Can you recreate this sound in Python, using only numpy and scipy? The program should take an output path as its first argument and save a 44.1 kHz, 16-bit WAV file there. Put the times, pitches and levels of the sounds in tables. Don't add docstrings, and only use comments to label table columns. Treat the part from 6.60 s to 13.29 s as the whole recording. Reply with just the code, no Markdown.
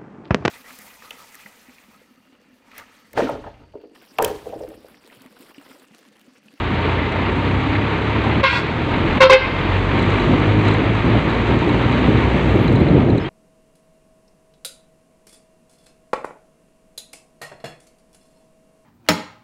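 import sys
import numpy as np
from scipy import signal
from scipy.fft import rfft, irfft, next_fast_len
from scipy.io import wavfile
from scipy.ndimage import uniform_filter1d, minimum_filter1d

SR = 44100
rng = np.random.default_rng(int(sys.argv[2]) if len(sys.argv) > 2 else 0)


def log_audio(samples):
    frames = np.atleast_2d(samples).T
    limited = np.clip(frames, -1, 1)
    pcm = np.round(limited * 32767).astype(np.int16)
    wavfile.write(sys.argv[1], SR, pcm)


def elevation(decibels):
    levels = np.asarray(decibels, float)
    return 10 ** (levels / 20)


N = 295117
TIME = np.arange(N) / SR


def rms_one(x):
    return x / np.sqrt(np.mean(x ** 2) + 1e-20)


def in_time(rows, t=TIME):
    s, *columns = np.transpose(rows)
    return [np.interp(t, s, c) for c in columns]


def at_hz(points, hz):
    points_hz, points_db = np.array(points).T
    return np.interp(np.log(hz), np.log(points_hz), points_db)


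def drift(rate, size=N):
    r = np.exp(-80 * np.pi * rate / SR)
    settling = 2000
    slow = signal.lfilter([1], [1, -2 * r, r * r], rng.standard_normal(size // 40 + 2 + settling))
    return np.interp(np.arange(size) / 40, np.arange(size // 40 + 2), rms_one(slow)[settling:])


def resonance(x, hz, width_hz):
    r = np.exp(-np.pi * width_hz / SR)
    gain = (1 - r * r) / 2
    return signal.lfilter([gain, 0, -gain], [1, -2 * r * np.cos(2 * np.pi * hz / SR), r * r], x)


def band_pass(x, order, low_hz, high_hz):
    return signal.sosfilt(signal.butter(order, [low_hz, high_hz], "band", fs=SR, output="sos"), x)


def banded_noise(colour, shared_db, own_db, speed):
    low_hz, top_hz = colour[0][0], min(colour[-1][0], .45 * SR)
    edges = np.geomspace(low_hz, top_hz, int(2 * np.log2(top_hz / low_hz)) + 2)
    white, together, out = rng.standard_normal((2, N)), drift(speed), 0
    for k, (low, high) in enumerate(zip(edges, edges[1:])):
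        flicker_db = shared_db * together + own_db * drift(speed)
        out = out + band_pass(white[k % 2], 2, low, high) * elevation(flicker_db)
    size = next_fast_len(N)
    shape = elevation(at_hz(colour, np.arange(size // 2 + 1) * SR / size + 1))
    return rms_one(irfft(rfft(out, size) * shape, size)[:N])


def engine(waver_db, count=14):
    # (time [s], firing rate [Hz])
    revs = [(0, 27.8), (.6, 30.2), (1.2, 34), (1.8, 37.2), (2.45, 42), (2.9, 44.2), (3.5, 49.2), (4.2, 53),
            (4.65, 56), (5.26, 60.2), (5.7, 63), (5.9, 61.5), (6.15, 54), (6.69, 43)]
    # (time [s], load [dB])
    throttle = [(0, -18), (.4, -21), (.9, -18), (1.4, -20), (1.8, -21), (2.3, -22.5), (2.9, -17.5),
                (3.5, -17.5), (4.2, -18.5), (4.7, -18.5), (5.3, -16), (5.75, -14), (5.95, -15), (6.3, -28),
                (6.69, -30)]
    # (time [s], overtone tilt [dB/octave])
    strain = [(0, -1), (1, -1.5), (2.2, 0.5), (3, -2), (4, 2.5), (4.6, -1), (5.2, 1), (5.75, -1.5),
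              (6.3, -17), (6.69, -19)]
    # (frequency [Hz], level [dB])
    exhaust = [(28, -42), (42, -10.5), (58, -9.5), (80, -5.5), (105, -3), (140, -13), (200, -18.5),
               (300, -12.5), (450, -28), (700, -42.5)]
    firing_hz, load_db, tilt_db = in_time(revs)[0], in_time(throttle)[0], in_time(strain)[0]
    turn = 2 * np.pi * np.cumsum(firing_hz * (1 + 0.0022 * drift(3.2))) / SR
    out = 0
    for k in range(1, count + 1):
        level_db = at_hz(exhaust, k * firing_hz) + tilt_db * np.log2(k)
        level_db = level_db + waver_db * np.sqrt(k) * drift(1.47) + 2.55 * drift(18.4)
        out = out + elevation(level_db) * np.sin(k * turn + rng.uniform(0, 2 * np.pi))
    return np.sqrt(2) * elevation(load_db) * out, turn


def swing_db(t, hold, swell_db, t60):
    attack_s = 0.0062
    rise = 20 * np.log10(np.clip(t / attack_s, 1e-3, 1) ** 2)
    return rise + swell_db * (np.clip(t / hold, 0, 1) - 1) - 60 * np.maximum(t - hold, 0) / t60


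def horn(chatter_db, rasp_db, count=22):
    # (start [s], hold [s], tone [dB], buzz [dB], settled pitch [Hz])
    high_presses = [
        (1.827, 0.016, -4, -8, 531.7),
        (1.864, 0.13, -27.5, -19.5, 540),
        (2.601, .058, 5, -0.5, 524.6),
        (2.693, 0.059, 5.5, -0.9, 522.3),
    ]
    # (lag [s], level [dB], sum tones [dB], settled pitch [Hz])
    low_presses = [
        (0.0081, -22, 10, 446),
        (0.0097, -46, -15, 432),
        (0.0027, -12.5, -4, 400),
        (0.007, -5, -33, 413),
    ]
    # (frequency [Hz], level [dB])
    high_bell = [(1060, 0), (1600, -6), (2120, -4), (2650, -7.5), (3200, -13), (3750, -15), (4200, -21),
                 (4750, -29), (5300, -35), (8000, -62), (12000, -80)]
    # (frequency [Hz], level [dB])
    low_bell = [(420, -2), (840, -6), (1260, -9), (1700, -12), (2300, -8), (3000, -16), (3400, -14),
                (4200, -26), (6000, -46), (10000, -70)]
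    # (frequency [Hz], level [dB])
    sum_bell = [(980, -4), (1430, -6), (1980, -9), (2420, -8), (2960, -15), (3400, -14), (3950, -16),
                (4400, -22), (6000, -50), (10000, -76)]
    # (frequency [Hz], width [Hz], level [dB])
    bracket = [(1125, 17, -28.5), (1525, 17, -23), (2255, 17, -5.5)]
    buzz_swell_db, buzz_t60_s, buzz_early_s, buzz_least_s = 1, 0.088, 0.02, .04
    blat_db, blat_s, blat_top_hz, weak_loss_db = 16.5, 0.026, 1150, 6.5
    out, rasp = np.zeros(N), np.full(N, 1e-18)
    t = TIME[:SR // 4]
    sharp_hz = 20 * np.exp(-t / .012)
    for (s, hold, tone_db, buzz_db, high_hz), (lag, low_db, sum_db, low_hz) in zip(high_presses, low_presses):
        span = slice(int(s * SR), int(s * SR) + len(t))
        high_hz, low_hz = high_hz + sharp_hz, low_hz + sharp_hz
        high, low = 2 * np.pi * np.cumsum([high_hz, low_hz], axis=1) / SR
        strong = np.clip(tone_db / 8, 0, 1)
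        fizz_gain = elevation(-46 + (.3 - 2) * buzz_db)
        rasp_gain = elevation((0.88 - 1) * buzz_db)

        tone_db = tone_db + swing_db(t, hold, swell_db=1.5, t60=0.14)
        buzz_hold = max(hold - buzz_early_s, buzz_least_s)
        buzz_db = buzz_db + swing_db(t, buzz_hold, buzz_swell_db, buzz_t60_s)
        late_db = swing_db(t - lag, hold - lag - buzz_early_s, buzz_swell_db, buzz_t60_s)
        low_db, sum_db = low_db + late_db, sum_db + late_db
        blat = strong * blat_db * (2 * np.exp(-t / blat_s) - 1) - (1 - strong) * weak_loss_db

        out[span] += elevation(tone_db) * np.sin(high)
        lines = [(k, 0, buzz_db, high_bell) for k in range(2, count)]
        lines += [(0, k, low_db, low_bell) for k in range(1, count)]
        lines += [(k // 2, k - k // 2, sum_db, sum_bell) for k in range(2, count)]
        lines += [(k + 1, k, sum_db - 0.5, sum_bell) for k in range(1, count // 2)]
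        for m, n, level_db, bell in lines:
            level_db = level_db + at_hz(bell, m * high_hz + n * low_hz) + chatter_db * drift(81, size=len(t))
            if not n and m * high_hz[-1] < blat_top_hz:
                level_db = level_db + blat
            phase = m * high + n * low - 0.58 * (m + n) + .5 * drift(28, size=len(t))
            out[span] += elevation(level_db) * np.cos(phase)

        rasp[span] += rasp_gain * elevation(buzz_db) * (1 + np.cos(high)) * rng.standard_normal(len(t))
        fizz = band_pass(rng.standard_normal(len(t)), 2, 4500, 8000)
        out[span] += fizz_gain * signal.lfilter([.001], [1, -.999], elevation(buzz_db)) * fizz
    out += elevation(rasp_db) * band_pass(rasp, 4, 1300, 4800)
    for hz, width_hz, level_db in bracket:
        out += elevation(level_db + 17.0) * resonance(rasp, hz, width_hz)
    return out


def wind():
    # (time [s], buffeting [dB])
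    stream = [(0, -28.5), (.3, -17), (1.3, -18), (1.9, -18), (2.55, -13.5), (3.25, -18), (3.6, -16),
              (4.3, -13.5), (4.75, -15.5), (5.4, -12), (5.7, -12.5), (6.0, -10), (6.33, -9), (6.55, -9),
              (6.61, -18.5), (6.69, -21)]
    # (time [s], swell [dB], length [s])
    gusts = [(0.133, 8, 0.06), (0.244, -11, 0.018), (0.265, 5, 0.035), (1.58, 3, 0.065), (1.62, -17, 0.026),
             (1.673, 7, 0.046), (1.782, 9.5, 0.021), (2.72, 1.5, 0.027), (2.773, -13, 0.064),
             (3.348, 7, 0.022), (3.417, 6.5, 0.054), (3.714, 8.5, 0.051), (4.33, 1.5, 0.016),
             (4.408, -9, 0.035), (4.477, 6, .06), (4.558, 8, 0.035), (4.915, 5.5, .06), (5.488, 8.5, 0.018),
             (5.564, 3.5, 0.065), (5.976, 2, 0.084), (6.035, -8, 0.021), (6.215, 7.5, 0.016),
             (6.334, 5, 0.1), (6.495, 3, 0.046)]
    # (frequency [Hz], density [dB per Hz])
    colour = [(30, -38), (60, -3), (110, 5), (200, 1), (330, 0.5), (500, -8.5), (800, -17.5), (1500, -61.5)]
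    level_db = in_time(stream)[0] - 4.5
    for s, swell_db, length in gusts:
        late = (TIME - s) / length
        late = np.where(late < 0, late / 0.82, late)
        level_db = level_db + swell_db * np.exp(-2 * late ** 2)
    return elevation(level_db) * banded_noise(colour, shared_db=0.0, own_db=1.5, speed=88)


def roar(turn, throb):
    # (time [s], level [dB])
    swell = [(0, -24.5), (.27, -22.5), (.4, -24), (1, -23), (1.5, -23), (2, -23), (2.9, -21), (3.3, -22),
             (3.6, -20.5), (3.98, -23), (4.1, -20), (4.22, -23.5), (5.1, -23), (5.6, -22), (5.9, -22.5),
             (6.1, -26.5), (6.4, -28), (6.69, -30.5)]
    # (frequency [Hz], density [dB per Hz])
    roar_colour = [(250, -36.5), (400, 4.5), (520, 1), (720, -0.5), (940, 0), (1150, 1), (1450, -3.5),
                   (2200, -2), (3000, -8.5), (3900, -13.5), (4500, -22.5), (5300, -36.5), (7000, -75.5)]
    # (frequency [Hz], density [dB per Hz])
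    hiss_colour = [(4800, -12), (5600, -5.5), (6100, 0.5), (7000, -2.5), (8200, -4.5), (9000, -16.5),
                   (10000, -31), (13000, -26.5), (15800, -19)]
    # (frequency [Hz], width [Hz], level [dB])
    panels = [(924, 17, -12), (1110, 17, -34), (2160, 32, -32)]
    roar_db, = in_time(swell)
    hiss_db = -60.5 + 0.77 * TIME + 1.2 * (roar_db + 24)
    body = banded_noise(roar_colour, shared_db=1.0, own_db=0.21, speed=8.0)
    for hz, width_hz, level_db in panels:
        body = body + elevation(level_db) * rms_one(resonance(rng.standard_normal(N), hz, width_hz))
    hiss = banded_noise(hiss_colour, shared_db=0.7, own_db=0.8, speed=22)
    return (elevation(roar_db) * body + elevation(hiss_db) * hiss) * (1 + throb * np.sin(turn))


def ticks(snap_s, ring_hz):
    # (time [s], peak [dB], ring against the peak [dB])
    knocks = [(0.5213, -38.5, 6), (0.7243, -46, 4), (1.3773, -44, 4), (1.641, -40, 4), (2.313, -44, -3.5),
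              (2.5245, -47, 16), (3.3917, -34.5, 15), (3.424, -32, 10), (3.504, -36, 4),
              (3.5955, -38.5, 17), (4.052, -40.5, -2), (4.082, -29.5, 12), (4.11, -42, 22),
              (4.139, -37, 12), (4.658, -52, 4), (4.7007, -41.5, 15), (4.7444, -43.5, 15),
              (4.989, -38.5, 5), (5.0893, -36, 13), (5.3217, -40, 18), (6.0777, -35.5, 17), (6.125, -37, 4),
              (6.1567, -35, 13), (6.185, -49, 16), (6.203, -42, 15), (6.283, -46.5, 23), (6.3928, -50, 8),
              (6.499, -42, 18.5), (6.5785, -36.5, 13)]
    s, peak_db, ring_db = np.transpose(knocks)
    snaps, rings = np.zeros(N), np.full(N, 1e-18)
    snaps[(s * SR).astype(int)] = elevation(peak_db)
    rings[((s + .003) * SR).astype(int)] = elevation(peak_db + ring_db)
    dying = signal.lfilter([1], [1, -np.exp(-1 / (snap_s * SR))], snaps + 1e-18)
    bright = rms_one(band_pass(rng.standard_normal(N), 3, 5800, 8200))
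    air = elevation(-31) * rng.standard_normal(N)
    soft = resonance(resonance(rings, ring_hz, width_hz=490), ring_hz, width_hz=490)
    return .5 * dying * (bright + air) + 50 * resonance(soft, ring_hz, width_hz=180)


def squeaks(tremble_db):
    # (start [s], length [s], pitch [Hz], glide [Hz], level [dB])
    whistles = [
        (5.855, .05, 10950, 80, -76),
        (5.865, .09, 11700, 88, -63),
        (5.95, .04, 12160, 0, -73),
        (5.94, 0.14, 11500, -50, -61),
        (6.04, .04, 11900, -150, -75),
        (6.046, .06, 11430, -42, -62),
        (6.124, .11, 11450, -90, -67),
        (6.6, 0.04, 5100, 60, -50),
        (6.641, .038, 3110, 146, -42),
    ]
    out, t = np.zeros(N + SR), TIME[:SR // 8]
    for s, length, hz, glide_hz, level_db in whistles:
        done = np.clip(t / length, 0, 1)
        fade = np.sin(np.pi * done ** 0.62) ** 0.55
        shake = elevation(level_db + tremble_db * drift(60, size=len(t))) * fade
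        hz = (hz + glide_hz * done) * (1 + 0.004 * drift(150, size=len(t)))
        out[int(s * SR):][:len(t)] += np.sqrt(2) * shake * np.sin(2 * np.pi * np.cumsum(hz) / SR)
    return out[:N]


def roadside(x, scatter_db, t60):
    # (delay [s], level [dB])
    walls = [(.007, -18), (0.015, -8.5), (0.031, -12.5), (0.046, -36), (.118, -36)]
    t = TIME[:SR // 2]
    tail = rng.standard_normal(len(t)) * elevation(-60 * t / t60) * np.clip(t / 0.0043, 0, 1)
    response = elevation(scatter_db) * tail / np.sqrt(np.sum(tail ** 2))
    for delay, level_db in walls:
        response[int(delay * SR)] += elevation(level_db)
    return signal.fftconvolve(band_pass(x, 3, 900, 6000), response)[:N]


def scene():
    beats, turn = engine(waver_db=1.0)
    toots = horn(chatter_db=5.5, rasp_db=-7)
    toots = toots + roadside(toots, scatter_db=-10.0, t60=0.76)
    ride = beats + roar(turn, throb=0.1) + wind()
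    fittings = ticks(snap_s=0.0029, ring_hz=3990) + squeaks(tremble_db=5.0)
    return (ride + toots + fittings)[None]


def ducking(x):
    from_db, most_db, look_ahead_s, hold_s, recover_s = -8.5, 8.5, 0.017, 0.011, 0.24
    mid = band_pass(x, 2, 450, 4000)
    level_db = 10 * np.log10(uniform_filter1d(mid ** 2, size=256) + 1e-12)
    cut = np.clip(2 * (level_db - from_db), 1e-3, most_db)
    held = -minimum_filter1d(-cut, int(hold_s * SR))
    held = np.interp(TIME + look_ahead_s - hold_s / 2, TIME, held)
    easing = np.exp(np.maximum.accumulate(np.log(held) + TIME / recover_s) - TIME / recover_s)
    return -uniform_filter1d(easing, int(.014 * SR))


def low_pass(x):
    return signal.sosfilt(signal.butter(12, 15820, fs=SR, output="sos"), x)


def record(dry):
    ducked = dry * elevation(ducking(dry[0]))
    knee, top = 11.0, .93
    flat = ducked / (1 + np.abs(ducked / top) ** knee) ** (1 / knee)
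    dull = signal.lfilter(*signal.butter(1, 7800, fs=SR), flat)
    dull = signal.sosfilt(signal.ellip(8, .5, 60, 15750, fs=SR, output="sos"), dull)
    mix = dull * np.clip((N - np.arange(N)) / 200, 0, 1)
    return low_pass(mix)


dry = scene()
out = record(dry)
log_audio(out)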